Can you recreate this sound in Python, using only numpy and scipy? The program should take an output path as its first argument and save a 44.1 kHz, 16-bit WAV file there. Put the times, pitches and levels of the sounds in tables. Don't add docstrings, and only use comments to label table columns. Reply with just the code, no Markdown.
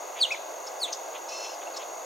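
import sys
import numpy as np
from scipy import signal
from scipy.fft import rfft, irfft, next_fast_len
from scipy.io import wavfile
from scipy.ndimage import uniform_filter1d, map_coordinates

SR = 44100
rng = np.random.default_rng(int(sys.argv[2]) if len(sys.argv) > 2 else 0)


def bounce(signal):
    frames = np.transpose(np.atleast_2d(signal))
    limited = np.clip(frames, -1, 1)
    pcm = np.round(limited * 32767).astype(np.int16)
    wavfile.write(sys.argv[1], SR, pcm)


N = 90405


def amp(db):
    return 10 ** (np.asarray(db) / 20)


def unit(x):
    return x / np.sqrt(np.mean(x ** 2) + 1e-20)


def clock():
    return np.arange(N) / SR


def along(points, hz):
    f, value = np.transpose(points)
    return np.interp(np.log(hz + 1), np.log(f + 1), value)


def wobble(rate):
    knots = rng.standard_normal(int(N * rate / SR) + 4)
    return map_coordinates(knots, [clock() * rate])


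def filtered(x, response):
    m = next_fast_len(N + SR // 2)
    hz = np.fft.rfftfreq(m, 1 / SR)
    return irfft(rfft(x, m) * response(hz), m)[..., :N]


def coloured(colour):
    return unit(filtered(rng.standard_normal(N), lambda hz: amp(along(colour, hz))))


def leaning(x, lean, lead):
    side = np.array([[.5], [-.5]])

    def response(hz):
        return amp(side * along(lean, hz)) * np.exp(1j * side * along(lead, hz))
    return filtered(x, response)


def noise(spectrum, alike):
    def response(hz):
        turn = np.arccos(np.clip(along(alike, hz), -1, 1)) / 2
        return amp(along(spectrum, hz)) * np.array([np.cos(turn), np.sin(turn)])
    mid, side = filtered(rng.standard_normal((2, N)), response)
    return unit(np.array([mid + side, mid - side]))


def gesture(rows, fade_s=0.0025):
    s, hz, db = np.transpose(rows)
    t = clock()
    gate = np.clip(np.minimum(t - s[0], s[-1] - t) / fade_s + 1, 0, 1)
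    pitch_hz = uniform_filter1d(np.interp(t, s, hz), size=130)
    return pitch_hz, gate * amp(np.interp(t, s, db))


# f/Hz, level/dB
OVERTONE_COLOUR = [(4400, -9), (5500, 1), (6600, -5), (7600, 1.5), (9100, 1.5), (10500, -3), (12000, -5),
                   (13500, 2), (15800, -2)]
OVERTONE_FLUTTER_DB, OVERTONE_SMEAR_RAD = -1.5, .55


def tone(hz, overtones_db, jitter):
    phase = 2 * np.pi * np.cumsum(hz * (1 + jitter * wobble(900))) / SR
    out = np.sin(phase)
    for k, db in enumerate(overtones_db, 2):
        level = db + along(OVERTONE_COLOUR, k * hz) + OVERTONE_FLUTTER_DB * wobble(500)
        out = out + amp(level) * np.sin(k * phase + OVERTONE_SMEAR_RAD * wobble(1200))
    return np.sqrt(2) * out


# f/Hz, relative level/dB (per Hz)
RUSH_SPECTRUM = [(25, -60), (60, -55), (110, -48), (190, -34.5), (260, -23.5), (340, -9), (430, -7.5),
                 (510, -3.5), (670, 2), (900, -2), (1150, -6.5), (1450, -11.5), (1680, -13.5),
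                 (1790, -24.5), (1950, -15), (2200, -14.5), (2360, -25.5), (2560, -16), (2800, -18),
                 (3080, -25), (3500, -20.5), (4050, -25.5), (4500, -20), (5100, -25.5), (8000, -30),
                 (16000, -39)]
# f/Hz, likeness/1
RUSH_ALIKE = [(60, .6), (160, 1), (280, 0.84), (680, 0.86), (950, 0.62), (1150, 0.77), (1330, 0.15),
              (1750, 0.68), (2200, 0.47), (3100, 0.62), (4500, 0.96), (9000, 0.65)]
RUSH_DB, RUSH_SWELL_DB = -39, -0.38


def rush():
    return amp(RUSH_DB + RUSH_SWELL_DB * wobble(7.5)) * noise(RUSH_SPECTRUM, RUSH_ALIKE)


HUM_HZ, HUM_DB = 518, -53.5


def hum():
    gain = amp(HUM_DB + 1.8 * wobble(5.95))
    return gain * tone(HUM_HZ + 3.04 * wobble(11.93), [], jitter=0.0075)


# f/Hz, relative level/dB (per Hz)
HISS_SPECTRUM = [(200, -18), (2000, -14.5), (5200, -6.5), (5700, 12.5), (6200, 18), (6700, 21), (7100, 3),
                 (8000, 1.5), (10000, 0), (13000, 3), (13550, 7), (14000, 0.5), (15800, 0.5)]
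# f/Hz, likeness/1
HISS_ALIKE = [(2000, .5), (4500, 0.99), (6400, 0.95), (7400, 0.9), (8500, 0.57), (12000, 0.4), (15000, .5)]
HISS_DB = -49


def hiss():
    return amp(HISS_DB) * noise(HISS_SPECTRUM, HISS_ALIKE)


# t/s, level/dB
TRILL_LEVEL = [(0, -45), (.25, -45), (.55, -47), (.8, -46), (1.03, -45.5), (1.35, -46.5), (1.65, -46),
               (2.05, -46)]
TRILL_RATE_HZ, TRILL_START_S = 43.72, .0115
TRILL_TOP_HZ, TRILL_DIP_HZ, TRILL_PULSE_DB = 6797, 559, 8.5
TRILL_JITTER, TRILL_OVERTONE_DB = 0.00877, -24


def trill():
    dip = np.sin(np.pi * TRILL_RATE_HZ * (clock() - TRILL_START_S)) ** 2
    level = np.interp(clock(), *np.transpose(TRILL_LEVEL)) - TRILL_PULSE_DB * dip + 1.7 * wobble(220)
    hz = TRILL_TOP_HZ - TRILL_DIP_HZ * dip ** 1.5
    return amp(level) * tone(hz, [TRILL_OVERTONE_DB], TRILL_JITTER)


# f/Hz, level/dB
BACKGROUND_LEAN = [(60, 2), (250, -5.5), (430, -4), (780, 0), (1170, 4), (1400, -0.7), (1900, 1.3),
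                   (2800, 1.5), (3500, 0.4), (9000, 0.5)]
# f/Hz, phase/rad
BACKGROUND_LEAD = [(100, .55), (430, 0.77), (650, 0.74), (950, 0.74), (1400, 1), (1700, 0.056), (2400, 0),
                   (7000, 0.0091), (10000, .18)]


def background():
    return leaning(rush() + hum() + trill() + hiss(), BACKGROUND_LEAN, BACKGROUND_LEAD)


# f/Hz, t60/s
BRUSH_DECAY = [(500, .4), (3800, 0.71), (6000, 0.26), (12000, 0.31)]
ECHO_TAIL_DB, NEAR_ECHO_DB = -19.5, -13.5
ECHO_DELAY_S, NEAR_SPREAD_S = .009, 0.012


def brush(x):
    hz, t, z = signal.stft(rng.standard_normal((2, SR // 2)), SR, nperseg=256)
    decay = amp(-60 * t / along(BRUSH_DECAY, hz)[:, None])
    tail = signal.istft(z * decay, SR, nperseg=256)[1]
    t = np.arange(tail.shape[1]) / SR
    near = rng.standard_normal(len(t)) * np.exp(-t / NEAR_SPREAD_S)
    echo = amp(ECHO_TAIL_DB) * tail / np.linalg.norm(tail[0])
    echo = echo + amp(NEAR_ECHO_DB) * near / np.linalg.norm(near)
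    delayed = np.pad(x, (int(ECHO_DELAY_S * SR), 0))
    return signal.fftconvolve(delayed[None], echo, axes=1)[:, :N]


# t/s at the middle, half length/s (to 1/e), level/dB
PUFFS = [(0.189, .03, -42), (0.282, .02, -48), (.36, .02, -45), (0.885, 0.019, -43), (1.162, 0.021, -43),
         (1.457, 0.013, -44), (1.624, 0.015, -49.5), (1.817, 0.024, -46.5)]
PUFF_HZ, PUFF_RISE_HZ_PER_S, PUFF_WIDTH_HZ = 2954, 14200, 620


def puffs():
    def low_pass(hz):
        return 1 / (1 + (hz / (2 * PUFF_WIDTH_HZ)) ** 4) ** 2
    air_cos, air_sin = unit(filtered(rng.standard_normal((2, N)), low_pass))
    out = np.zeros(N)
    for s, half, db in PUFFS:
        t = clock() - s
        phase = 2 * np.pi * (PUFF_HZ * t + PUFF_RISE_HZ_PER_S * t ** 2 / 2)
        air = air_cos * np.cos(phase) + air_sin * np.sin(phase)
        out += amp(db) * np.exp(-(t / half) ** 2) * air
    return out


# t/s, f/Hz (pitch), level/dB, f/Hz (upper resonance)
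WHINE = [(1.282, 487.7, -53, 5600), (1.293, 507, -41, 5600), (1.318, 505, -44, 5600),
         (1.33, 531, -40.5, 5800), (1.36, 526.5, -41, 5750), (1.405, 533, -42, 5500),
         (1.45, 532.6, -41.5, 5340), (1.49, 528.4, -46.5, 5560), (1.525, 510, -47.5, 5300),
         (1.55, 444, -51, 4800)]
# f/Hz, level/dB
THROAT = [(200, -100), (1500, -45), (2150, -31), (2560, -5), (2720, -3), (3180, -16.5), (3720, -15),
          (4250, -6), (4770, -17), (5300, -7.5), (5830, -10), (6400, -12), (7500, -23.5), (8400, -24.5),
          (12000, -47)]
WHINE_JITTER, WHINE_RASP_DB, WHINE_FLUTTER_DB = .007, -6, 2
WHINE_PEAK_DB, WHINE_PEAK_WIDTH_HZ = 8.5, 600


def whine():
    hz, gain = gesture([row[:3] for row in WHINE])
    s, _, _, peak_hz = np.transpose(WHINE)
    peak_hz = np.interp(clock(), s, peak_hz)
    phase = 2 * np.pi * np.cumsum(hz * (1 + WHINE_JITTER * wobble(500))) / SR
    buzz = np.zeros(N)
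    for k in range(3, 21):
        lift = WHINE_PEAK_DB * np.exp(-((k * hz - peak_hz) / WHINE_PEAK_WIDTH_HZ) ** 2)
        level = along(THROAT, k * hz) + lift + WHINE_FLUTTER_DB * wobble(90)
        buzz += amp(level) * np.sin(k * phase + rng.uniform(0, 2 * np.pi))
    return gain * (buzz + amp(WHINE_RASP_DB) * coloured(THROAT))


CHIP_EDGE_DB = 12

# t/s at the middle, f/Hz, slope/(Hz per s), half length/s, level/dB
SLURS = [(.9305, 6200, -60000, .006, -30.5), (1.7475, 4250, -60000, 0.0096, -46),
         (1.6, 6000, 60007, .006, -50), (1.5, 2780, -3000, .005, -43.5), (1.674, 2720, -3000, 0.0047, -42)]


def slurs():
    out = np.zeros(N)
    for s, hz, slope, half, db in SLURS:
        t = np.clip(clock() - s, -4 * half, 4 * half)
        gain = amp(db - CHIP_EDGE_DB * (t / half) ** 2)
        out += gain * tone(hz + slope * t, [], jitter=0.021)
    return out


# t/s at the top, f/Hz at the top, fall/Hz at the ends, half length/s, level/dB
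CHIPS = [(0.325, 5550, 800, 0.0069, -36.5), (.676, 5560, 1600, .01, -40.5),
         (0.9333, 5430, 2000, .0075, -32), (1.773, 5530, 1900, 0.0083, -34)]
# f/Hz, level/dB
CHIP_RASP = [(300, -100), (2000, -28), (3500, -3), (5500, 6.5), (8000, -5), (9500, -21), (15000, -30)]
CHIP_OVERTONE_DB, CHIP_FLUTTER_DB = -28, 0.5
CHIP_RASP_DB, CHIP_RASP_WIDTH = -7.5, 1.75


def chips():
    out = np.zeros(N)
    rasp = amp(CHIP_RASP_DB) * coloured(CHIP_RASP)
    for s, top, fall, half, db in CHIPS:
        u2 = ((clock() - s) / half) ** 2
        hz = top - fall * 2 * u2 / (1 + u2)
        gain = amp(db - CHIP_EDGE_DB * u2 + CHIP_FLUTTER_DB * wobble(1100))
        out += gain * tone(hz, [CHIP_OVERTONE_DB], jitter=.035)
        out += amp(db - CHIP_EDGE_DB * u2 / CHIP_RASP_WIDTH ** 2) * rasp
    return out


# t/s, f/Hz, level/dB
WHISTLES = [
    [(.202, 4810, -38.5), (.21, 4680, -30), (.215, 4456, -21.5), (.222, 4365, -20.5), (.2265, 3995, -19),
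     (.24, 3327, -19.5), (.247, 3170, -31.5), (.255, 2860, -25.5), (.261, 2790, -39)],
    [(.304, 2035, -45), (.309, 2220, -31), (.315, 2597, -29), (.324, 2550, -26), (.332, 2380, -34.5),
     (.339, 2364, -37.5), (.349, 2255, -34.5), (.352, 1950, -46)],
    [(.801, 5080, -41), (.804, 4960, -43), (.81, 4560, -44), (.823, 4410, -28), (.828, 4310, -33),
     (.833, 4076, -24.5), (.845, 3630, -28.5), (.856, 3335, -33.5), (.864, 3200, -51)],
]
# 2nd level/dB, 3rd level/dB, 4th level/dB
WHISTLE_OVERTONES = [(-21, -46, -55), (-30, -29, -46), (-13, -23, -29)]
# f/Hz, level/dB
WHISTLE_AIR = [(300, -100), (2500, -10), (5000, -6), (8000, 4), (9300, -1), (10500, -9), (15000, -12)]
WHISTLE_JITTER, WHISTLE_SHIMMER_DB, WHISTLE_AIR_DB = 0.0066, 1.5, -28.5


def whistles():
    out = np.zeros(N)
    air = amp(WHISTLE_AIR_DB) * coloured(WHISTLE_AIR)
    for rows, overtones_db in zip(WHISTLES, WHISTLE_OVERTONES):
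        hz, gain = gesture(rows)
        shimmer = amp(WHISTLE_SHIMMER_DB * wobble(400))
        out += gain * shimmer * (tone(hz, overtones_db, WHISTLE_JITTER) + air)
    return out


# f/Hz, level/dB
BIRD_LEAN = [(2000, 2), (2500, 2), (3100, -3.5), (4400, 1), (6000, 1), (9000, 2.5)]
# f/Hz, phase/rad
BIRD_LEAD = [(2000, -0.23), (2450, -0.55), (3000, 0.096), (3900, 0.48), (5600, -0.085), (9000, 0.25)]
# f/Hz, level/dB
ECHO_COLOUR = [(2000, -4), (3600, 2), (4500, -2), (5500, 3.5), (7500, 6), (9500, 8), (13000, 5)]


def scene():
    bird = puffs() + whine() + slurs() + chips() + whistles()
    echo = brush(filtered(bird, lambda hz: amp(along(ECHO_COLOUR, hz))))
    return background() + echo + leaning(bird, BIRD_LEAN, BIRD_LEAD)


TOP_HZ = 15820


def record(dry):
    return filtered(dry, lambda hz: hz < TOP_HZ)


dry = scene()
out = record(dry)
bounce(out)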